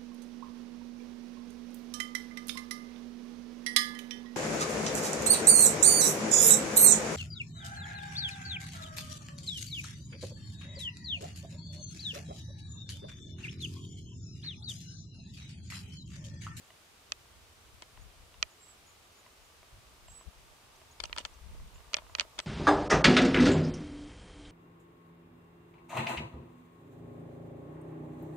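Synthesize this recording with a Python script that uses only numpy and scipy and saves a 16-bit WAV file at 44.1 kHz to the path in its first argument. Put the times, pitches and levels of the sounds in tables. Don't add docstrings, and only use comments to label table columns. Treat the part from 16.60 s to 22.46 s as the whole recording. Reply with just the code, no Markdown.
import sys
import numpy as np
from scipy import signal
from scipy.io import wavfile

SR = 44100
rng = np.random.default_rng(int(sys.argv[2]) if len(sys.argv) > 2 else 0)


def gain_from_db(level_db):
    decades = np.asarray(level_db, float) / 20
    return 10 ** decades


def transcribe(signal):
    frames = np.atleast_2d(signal).T
    limited = np.clip(frames, -1, 1)
    pcm = np.round(limited * 32767).astype(np.int16)
    wavfile.write(sys.argv[1], SR, pcm)


N = 258426
CLICK_SAMPLES = 3500


def rms_one(x):
    return x / np.sqrt(np.mean(x ** 2) + 1e-20)


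def in_time(rows):
    s, *columns = np.transpose(rows)
    return [np.interp(np.arange(N) / SR, s, c) for c in columns]


def at_hz(points, hz):
    points = np.array(points)
    return np.interp(np.log(hz), np.log(points[:, 0]), points[:, 1])


def drift(rate_hz, size=N):
    r = np.exp(-2 * np.pi * rate_hz / SR)
    noise = rng.standard_normal(size + SR)
    return rms_one(signal.lfilter([1], [1, -2 * r, r * r], noise)[SR:])


def ring(clicks, hz, t60_s):
    r, w = gain_from_db(-60 / (t60_s * SR)), 2 * np.pi * hz / SR
    return signal.lfilter([0, np.sin(w)], [1, -2 * r * np.cos(w), r * r], clicks + 1e-18)


def body(clicks, modes, tilts_db, scatter_db):
    chance = rng.standard_normal(len(modes))
    octaves = np.log2(np.array(modes)[:, 0] / 3000)
    bright_db, weight_db = tilts_db
    colour_db = np.where(octaves > 0, bright_db, -weight_db) * octaves + scatter_db * chance
    rings = 0
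    for k, (hz, t60_s, db) in enumerate(modes):
        rings = rings + (-1) ** k * gain_from_db(db + colour_db[k]) * ring(clicks, hz, t60_s)
    snow = signal.butter(3, [213.6, 9600], "band", fs=SR, output="sos")
    return signal.sosfilt(snow, rings)


def crumble(decay_ms, per_s):
    t = np.arange(CLICK_SAMPLES) / SR
    sizes = gain_from_db(3.365 * np.minimum(rng.exponential(1, CLICK_SAMPLES), 4))
    sizes = sizes * rng.choice([-1, 1], CLICK_SAMPLES)
    struck = rng.random(CLICK_SAMPLES) < per_s / SR
    grains = sizes * struck * np.exp(-t * 1000 / max(decay_ms, .2))
    grains[0] = 2.36
    return grains


def add(out, sound, s, db, pan_db=0.):
    sound = sound / np.sqrt(np.sum(sound ** 2, axis=1, keepdims=True))
    sound = sound * gain_from_db([[pan_db / 2], [-pan_db / 2]])
    peak = np.sqrt(np.max(np.mean(sound ** 2, axis=0)))
    at = round(s * SR)
    out[:, at:at + CLICK_SAMPLES] += gain_from_db(db) * (sound / peak)[:, :N - at]


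# f/Hz, t60/s, snap level/dB, crunch level/dB
LEFT_MODES = [(318, 0.00555, -63, -15), (605, 0.031, -23, -17.5), (1039, 0.0114, -45.5, -16),
              (1274, 0.021, -9.5, -13.5), (1748, 0.0235, -16.5, -15.5), (2162, 0.0207, -13, -9.5),
              (2528, 0.0106, -5.5, -6), (3157, 0.0109, -6, -2), (3479, 0.00456, -18.5, 4),
              (4001, 0.00433, -6, -1), (4545, 0.00388, -17, 1.5), (5300, 0.00352, -56, -8),
              (5480, 0.0056, -35, -30), (6200, 0.0057, -36.5, -57), (8040, 0.0042, -35.5, -56)]
# f/Hz, t60/s, snap level/dB, crunch level/dB
RIGHT_MODES = [(349, 0.00607, -36, -12), (605.6, 0.0445, -24, -19.5), (966.6, 0.0225, -12, -8.5),
               (1326.4, 0.00903, -3.5, -4.5), (1965, 0.0195, -13.5, -13), (2409, 0.021, -8, -16),
               (2917.6, 0.00928, -2.5, -1), (3382, 0.0088, -3.5, -16.5), (4074, 0.00316, 1.5, -2),
               (4663, 0.00427, 2, -4.5), (5317, 0.00486, -2, -6), (5834, 0.0048, 0, -3),
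               (6800, 0.00198, -1, -1), (8196, 0.00352, -15, -6.5), (8985, 0.00201, -19, -10)]
# t/s, peak/dB, left-right/dB, brightness/(dB/octave), weight/(dB/octave)
SNAPS = [
    (0.5202, -19, -6, 5.5, 0.5),
    (1.827, -11.5, -6.5, -2.5, -3.5),
    (4.5283, -25.5, -2, -4, 1),
    (5.3424, -12, -8.5, -1.5, -4),
    (5.5507, -20.5, -6, 2, 2),
    (5.597, -12.5, -8, -3.5, -2.5),
]


def snaps():
    out, ms = np.zeros((2, N)), SR / 1000
    left, right = np.array(LEFT_MODES)[:, [0, 1, 2]], np.array(RIGHT_MODES)[:, [0, 1, 2]]
    paths = np.zeros(round(4 * ms))
    paths[np.round(np.array([.2, .55, .85, 2.6]) * ms).astype(int)] = [1.0, 0.48, 0.626, 0.069]
    breaks_at = np.round(np.array([0, .14, .62]) * ms).astype(int)
    for s, db, pan_db, *tilts_db in SNAPS:
        near = np.zeros(CLICK_SAMPLES)
        near[breaks_at] = [-.4, 1, .4] * gain_from_db(rng.normal(0, 0.46, 3))
        far = np.convolve(near, paths)[:CLICK_SAMPLES] + gain_from_db(-22) * crumble(3.37, per_s=10000)
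        near = near + gain_from_db(-20) * crumble(1.0, per_s=8000)
        sides = [body(far, left, tilts_db, scatter_db=0.0), body(near, right, tilts_db, scatter_db=1.5)]
        add(out, np.array(sides), s - .0003, db + 3.5, pan_db)
    no_thud = signal.butter(2, 432, "high", fs=SR, output="sos")
    return signal.sosfilt(no_thud, out)


# t/s, peak/dB, left-right/dB, brightness/(dB/octave), weight/(dB/octave)
CRUNCHES = [(1.221, -28.5, 1.5, 7.5, 3.5), (4.399, -35, -12.5, 5.5, 4), (4.402, -17, 10, 7, -8.5),
            (4.437, -17.5, 5, 12.5, 2.5), (4.4539, -30, -20.5, 5.5, -4), (4.495, -36, 4.5, -7.5, 7),
            (4.562, -27.5, -6, -4.5, 0.5), (4.5757, -28, 8, -2, -0.42), (4.582, -16.5, 2, 7.5, 0.5),
            (4.59, -26, -15, 3.5, -0.5), (4.602, -36, -2.5, 7, 6.5), (4.65, -15.5, 6, 5, 0),
            (5.3326, -25, 2.5, -2, -0.2), (5.367, -20.5, 1.5, 5, -0.02), (5.384, -28, -1, -9, 0.5),
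            (5.584, -24.5, 3, -2, 3), (5.589, -30, -6, -2.5, -2), (5.6075, -13.5, 1.5, 2.5, -1.03),
            (5.613, -25.5, 0.5, -1.5, 2.5), (5.78, -37.5, -0.5, -8.5, 4.5), (5.789, -17.5, 0.5, 4, -0.5),
            (5.796, -28, 12.5, -5.5, 3.5), (5.8, -28, -1.5, 1.5, -2.5)]


def crunches():
    out, crumble_ms = np.zeros((2, N)), 1.404
    left, right = np.array(LEFT_MODES)[:, [0, 1, 3]], np.array(RIGHT_MODES)[:, [0, 1, 3]]
    for s, db, pan_db, *tilts_db in CRUNCHES:
        near = crumble(crumble_ms, per_s=3000)
        other = crumble(0.86 * crumble_ms, per_s=4100)
        far = np.r_[np.zeros(8), near + .7 * other][:CLICK_SAMPLES]
        sides = [body(near, left, tilts_db, scatter_db=1.5), body(far, right, tilts_db, scatter_db=0.0)]
        add(out, np.array(sides), s + 0.00074, db - 5.0, pan_db)
    return out


# t/s, peak/dB, left-right/dB, brightness/(dB/octave), weight/(dB/octave)
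CRACKS = [(.5224, -32.5, 7.5, 6, 0), (4.4002, -35, 6, 6.5, 5.5), (4.4357, -40, 10, -0.5, 6),
          (4.441, -32, 5, 2.5, 1), (4.4452, -40.5, 5.5, -2.5, -3.5), (4.4522, -41.5, 0, 2.5, -4.5),
          (4.4554, -33.5, -19, 4.5, 0.5), (4.5639, -34, -14, 0.5, 3), (4.5763, -28, 10, -3, 2),
          (4.5852, -30, -1, -3.5, 2), (4.6533, -31, 2.5, -2, 0), (4.656, -44.5, 10, -2.5, -1.5),
          (5.3335, -25, -0.5, 0.5, -1), (5.3475, -34.5, 6, -2, 0), (5.3679, -25.5, 5, 5, 0),
          (5.374, -36, 9.5, -1, 2.5), (5.5526, -39, -0.5, -3, 2), (5.584, -37, 5, 0, 4),
          (5.5965, -33, -6, -3.5, 1), (5.6102, -29, 6, 2, 0), (5.6113, -31.5, 6, 4, 0),
          (5.6124, -32.5, 7.5, 0, 5), (5.6173, -36, 10.5, -2.5, 3.5), (5.7874, -35, 3, -4, 0),
          (5.7898, -24.5, 5, 2.5, -1), (5.7921, -26, -1, 2.5, 1), (5.793, -34, 0.5, 0, -3),
          (5.7958, -36, 6, 0, -3), (5.801, -25.5, -5, -0.5, -4)]


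def cracks():
    out = np.zeros((2, N))
    left, right = np.array(LEFT_MODES)[:, [0, 1, 3]], np.array(RIGHT_MODES)[:, [0, 1, 3]]
    click = np.eye(1, CLICK_SAMPLES)[0]
    late = np.roll(click, 4)
    for s, db, pan_db, *tilts_db in CRACKS:
        sides = [body(click, left, tilts_db, scatter_db=2.0), body(late, right, tilts_db, scatter_db=3.5)]
        add(out, np.array(sides), s - .0003, db - 0.5, pan_db)
    return out


# t/s, f/Hz, peak/dB, t60/s
KNOCKS = [(.5203, 1200, -33, 0.0091), (.5204, 1400, -44.5, 0.0062), (.521, 3600, -31, 0.0071),
          (1.8272, 1946, -28.5, 0.0143), (1.8272, 5680, -26.5, 0.0046), (1.222, 3980, -42.5, 0.0062),
          (.5204, 7240, -33, 0.0054), (.5204, 930, -44.5, 0.0085), (1.8272, 898, -38, 0.0103),
          (4.5288, 4350, -34, 0.0052), (4.5638, 2920, -39.5, 0.0066), (5.3336, 7360, -37.5, .004),
          (5.7898, 4600, -26, 0.0067), (4.4556, 6100, -37.5, .006), (4.4025, 990, -40, 0.0128),
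          (4.439, 684, -49.5, 0.0185), (5.792, 2050, -35.5, 0.0104), (0.5211, 2570, -32.5, 0.0175),
          (0.522, 3180, -37.5, 0.009), (1.2225, 960, -46, 0.0266), (1.8285, 635, -43, 0.037),
          (3.03, 2180, -52, 0.0084), (4.6512, 423, -56, 0.0194)]


def knocks():
    out = np.zeros((2, N))
    bump = np.r_[np.hanning(18), np.zeros(CLICK_SAMPLES - 17)]
    push = np.diff(bump, 2, prepend=0)
    for s, hz, db, t60_s in KNOCKS:
        knock = ring(push, hz, t60_s)
        add(out, np.array([knock, knock]), s, db, pan_db=1.0)
    return out


# t/s, length/s, peak/dB, left-right/dB, brightness/(dB/octave)
GRINDS = [(1.227, 0.0081, -47, 0.5, -8.5), (4.407, 0.0117, -47.5, 2.5, 0), (4.443, 0.021, -40, -6, 3.5),
          (4.59, 0.033, -41, -2, 1.5), (4.6511, 0.0162, -39.5, -7, -1), (5.342, 0.0128, -35.5, 3, -19.5),
          (5.3685, 0.0436, -45, 4.5, -19.5), (5.583, 0.0672, -39, -3.5, 3), (5.7847, 0.031, -40, -3, -3.5)]


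def grinds():
    out, weight_db = np.zeros((2, N)), 4
    t = np.arange(CLICK_SAMPLES) / SR
    for s, length_s, db, pan_db, bright_db in GRINDS:
        swell = np.sin(np.pi * np.clip(t / length_s, 0, 1) ** 0.688)
        sides = []
        for modes in (LEFT_MODES, RIGHT_MODES):
            grains = swell * crumble(60, per_s=5000)
            sides.append(body(grains, np.array(modes)[:, [0, 1, 3]], [bright_db, weight_db], scatter_db=3.5))
        add(out, np.array(sides), s, db, pan_db)
    return out


# f/Hz, t60/s, level/dB
TICK_MODES = [(341.5, 0.0238, -7.5), (650.5, 0.0354, -1), (1021, 0.0238, 2), (1434, 0.007, 3.5),
              (1998, 0.018, -2), (2862, 0.011, 0), (3886, 0.0063, -4.5)]
# t/s, peak/dB, tilt/(dB/octave)
TICKS = [(0.104, -43.5, 1.5), (1.374, -43.5, 1.5), (1.742, -44, 2), (2.069, -51, -3.5), (2.663, -43.5, 0),
         (3.029, -44.5, -1.5), (3.483, -43, 0), (3.61, -43, -4), (4.215, -44.5, -1.35), (4.788, -52, 1.5),
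         (4.844, -57.5, -2.24), (4.948, -46, -16.5), (4.998, -45.5, -2.5), (5.158, -47.5, 0),
         (5.181, -48.5, 1.4), (5.204, -49, 3), (5.245, -50, -2.5), (5.42, -44, 0.56), (5.466, -45, -1),
         (5.496, -41.5, -2.5), (5.65, -43.5, -7)]


def ticks():
    out = np.zeros((2, N))
    for s, db, tilt_db in TICKS:
        tick = body(crumble(1.0, per_s=4700), TICK_MODES, [tilt_db, -tilt_db], scatter_db=0.5)
        add(out, np.array([tick, tick]), s, db - 3.0)
    return out


# t/s, level/dB
BRUSH = [(0.0, -69.5), (3.57, -67.5), (4.32, -64), (4.47, -63.5), (5.19, -64), (5.37, -61.5), (5.52, -60.5),
         (5.63, -61.5), (5.86, -61)]
# f/Hz, width/Hz, level/dB
BRUSH_MODES = [(411, 132, -6), (641.6, 98, -1.5), (896.2, 86, 0), (1176, 97.5, 1)]


def brushing():
    brush_db, = in_time(BRUSH)
    grains = rng.standard_normal((2, N)) * gain_from_db(2.25 * drift(69))
    grains[1] = .5 * grains[0] + 1.435 * grains[1]
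    hollow = 0
    for k, (hz, width_hz, db) in enumerate(BRUSH_MODES):
        hollow = hollow + (-1) ** k * gain_from_db(db) * rms_one(ring(grains, hz, 2.37 / width_hz))
    return gain_from_db(brush_db - 3) * rms_one(hollow)


def whistle(hz, level, rough):
    size = len(hz)
    wobbled_hz = hz * (1 + 0.011 * rough * drift(150, size=size))
    phase = 2 * np.pi * np.cumsum(wobbled_hz) / SR
    flutter = np.array([rms_one(gain_from_db(9.4 * rough * drift(70, size=size))) for side in "LR"])
    return np.sqrt(2) * level * flutter * np.sin(phase + rng.uniform(0, 1.0, (2, 1)))


# delay/s, level/dB
FOLIAGE = [(.013, -7.5), (.024, -9.5), (.037, -10.5)]
# t/s, length/s, start f/Hz, rise/Hz, level/dB
SEEPS = [
    (1.997, .125, 7470, 320.6, -63.5),
    (3.472, .14, 7566, 349, -60.5),
]


def seeps():
    out, arch, edge_s, pan_db = np.zeros((2, N)), 0.9, 0.0073, -9
    for s, length_s, start_hz, rise_hz, db in SEEPS:
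        u = np.linspace(0, 1, round(length_s * SR))
        fade = np.clip(np.minimum(u, 1 - u) * length_s / edge_s, 0, 1)
        hz = start_hz + rise_hz * np.sin(np.pi * arch * u ** 1.45)
        note = whistle(hz, gain_from_db(db) * fade, rough=0.33)
        for lag_s, echo_db in [(0.0021, 0)] + FOLIAGE:
            at = round((s + lag_s) * SR)
            out[:, at:at + len(u)] += gain_from_db(echo_db) * note
    return out * gain_from_db([[pan_db / 2], [-pan_db / 2]])


# t/s, length/s, start f/Hz, end f/Hz, level/dB
CHIPS = [(0.038, 0.049, 7200, 7300, -72.5), (.24, 0.045, 6700, 6750, -76.5),
         (1.41, 0.022, 6500, 6900, -67.5), (1.897, .045, 6750, 6800, -70.5),
         (2.263, 0.049, 6800, 6800, -65.5), (2.316, 0.034, 6850, 6940, -73),
         (2.556, 0.055, 6750, 6885, -67.5), (2.818, 0.049, 6800, 6800, -72), (3.503, .012, 6000, 6500, -68),
         (3.517, .028, 6550, 6700, -71.5), (4.155, .016, 5300, 6740, -68), (4.309, 0.021, 6420, 6800, -63),
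         (4.734, 0.018, 5420, 6690, -65), (5.142, 0.034, 6700, 7370, -65.5),
         (5.496, 0.037, 6950, 6900, -71.5), (5.752, 0.026, 7000, 7000, -70), (5.799, 0.04, 8120, 7970, -65)]


def chips():
    out, clean_s, rough_per_s, roughest = np.zeros((2, N)), .012, 17, 0.45
    for s, length_s, start_hz, end_hz, db in CHIPS:
        u = np.linspace(0, 1, round(length_s * SR))
        hz = end_hz + (start_hz - end_hz) * (1 - u) ** 2
        rough = np.clip(rough_per_s * (length_s - clean_s), 0, roughest)
        at = round(s * SR)
        out[:, at:at + len(u)] += whistle(hz, gain_from_db(db) * np.sin(np.pi * u) ** 0.225, rough)
    return out


def bank(spectrum, alike, low_hz, octaves, patchy_db, patch_rate_hz):
    out, edges_hz = 0, low_hz * 2 ** np.arange(0, octaves, 1 / 3)
    white = rng.standard_normal((2, 2, N + 8000))
    flicker = drift(patch_rate_hz)
    for k, (low, high) in enumerate(zip(edges_hz, edges_hz[1:])):
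        band = signal.butter(2, [low, high], "band", fs=SR, output="sos")
        mid, side = signal.sosfilt(band, white[k % 2])[:, 8000:]
        hz = np.sqrt(low * high)
        c = np.clip(alike(hz), -1, 1)
        stereo = np.sqrt(1 + c) * mid + np.sqrt(1 - c) * side * [[1], [-1]]
        out = out + gain_from_db(at_hz(spectrum, hz)) * stereo
    return rms_one(out * gain_from_db(patchy_db * flicker))


# f/Hz, level/(dB per Hz)
GUST_SPECTRUM = [(18, -9.5), (30, -1.5), (55, 3), (80, -6.5), (120, -13.5), (180, -18), (300, -42)]
# f/Hz, level/(dB per Hz)
ROAR_SPECTRUM = [(30, -4), (48, -3), (65, 4), (85, 0.5), (105, -1.5), (140, -13.5), (200, -20)]
# middle t/s, length/s, left level/dB, right level/dB
GUSTS = [(0.876, 0.22, -61, -66.5), (1.159, 0.108, -59, -64.5), (1.418, 0.1498, -48, -56),
         (1.611, 0.112, -54, -60.5), (1.796, 0.14, -54.5, -66), (1.845, 0.051, -71, -55.5),
         (2.836, 0.098, -59, -78.5), (2.995, 0.135, -65, -69), (3.329, 0.19, -65, -66),
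         (3.158, 0.097, -54, -54), (3.521, 0.215, -55, -56.5), (3.679, 0.0315, -41.5, -60),
         (3.812, 0.112, -56.5, -59.5), (3.91, 0.0395, -71, -56), (4.439, 0.1, -52, -58),
         (4.531, 0.127, -54.5, -50.5), (4.665, 0.222, -55, -62), (4.883, 0.174, -47.5, -53),
         (4.999, 0.166, -45.5, -42), (5.07, 0.072, -63.5, -51.5), (5.169, 0.144, -56, -54),
         (5.28, 0.048, -53, -61.5), (5.519, 0.283, -55, -58.5), (5.79, 0.075, -59.5, -61.5)]


def wind():
    t = np.arange(0, N / SR + .01, .002)
    power = gain_from_db(-80.5) ** 2
    for s, length_s, left_db, right_db in GUSTS:
        bell = np.exp(-(2.93 * (t - s) / length_s) ** 2)
        power = power + gain_from_db([[left_db], [right_db]]) ** 2 * bell
    strength = in_time(np.c_[t, np.sqrt(power).T])
    lumps = bank(GUST_SPECTRUM, lambda hz: .15, 15.97, 4.5, patchy_db=2.0, patch_rate_hz=23.6)
    roar = bank(ROAR_SPECTRUM, lambda hz: .8, 24.96, 3.4, patchy_db=3.0, patch_rate_hz=1.48)
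    return strength * lumps + gain_from_db(-68.5) * roar


# f/Hz, level/(dB per Hz)
HISS_SPECTRUM = [(76, -6.5), (130, -6), (215, -7.5), (349, -6.5), (453, -4), (554, -8), (678, -4.5),
                 (974, -9.5), (1170, -6), (1750, -8.5), (2950, -8), (3330, -9), (8570, -15), (15100, -22.5),
                 (16000, -30)]
# f/Hz, correlation/1
LIKENESS = [(60, 1), (180, 0.66), (550, 0.518), (1650, 0.059), (4970, 0.112), (15000, 0.033)]
# f/Hz, rms level/dB
WHINES = [(8799, -84.5), (13722, -99)]


def hiss():
    t = np.arange(N) / SR
    noise = bank(HISS_SPECTRUM, lambda hz: at_hz(LIKENESS, hz), 99.67, 7.6, patchy_db=0, patch_rate_hz=1)
    whines = 0
    for hz, db in WHINES:
        whines = whines + np.sqrt(2) * gain_from_db(db) * np.sin(2 * np.pi * hz * t + 0.47 * drift(4))
    return gain_from_db(-60.5) * noise + whines


def scene():
    crust = snaps() + crunches() + cracks() + knocks() + grinds()
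    return crust + ticks() + brushing() + seeps() + chips() + wind() + hiss()


def low_pass(x):
    return signal.sosfilt(signal.butter(12, 16430, fs=SR, output="sos"), x)


def record(dry):
    top_cut = signal.cheby2(16, 60, 16150, fs=SR, output="sos")
    mix = signal.sosfilt(top_cut, dry)
    return low_pass(mix)


dry = scene()
out = record(dry)
transcribe(out)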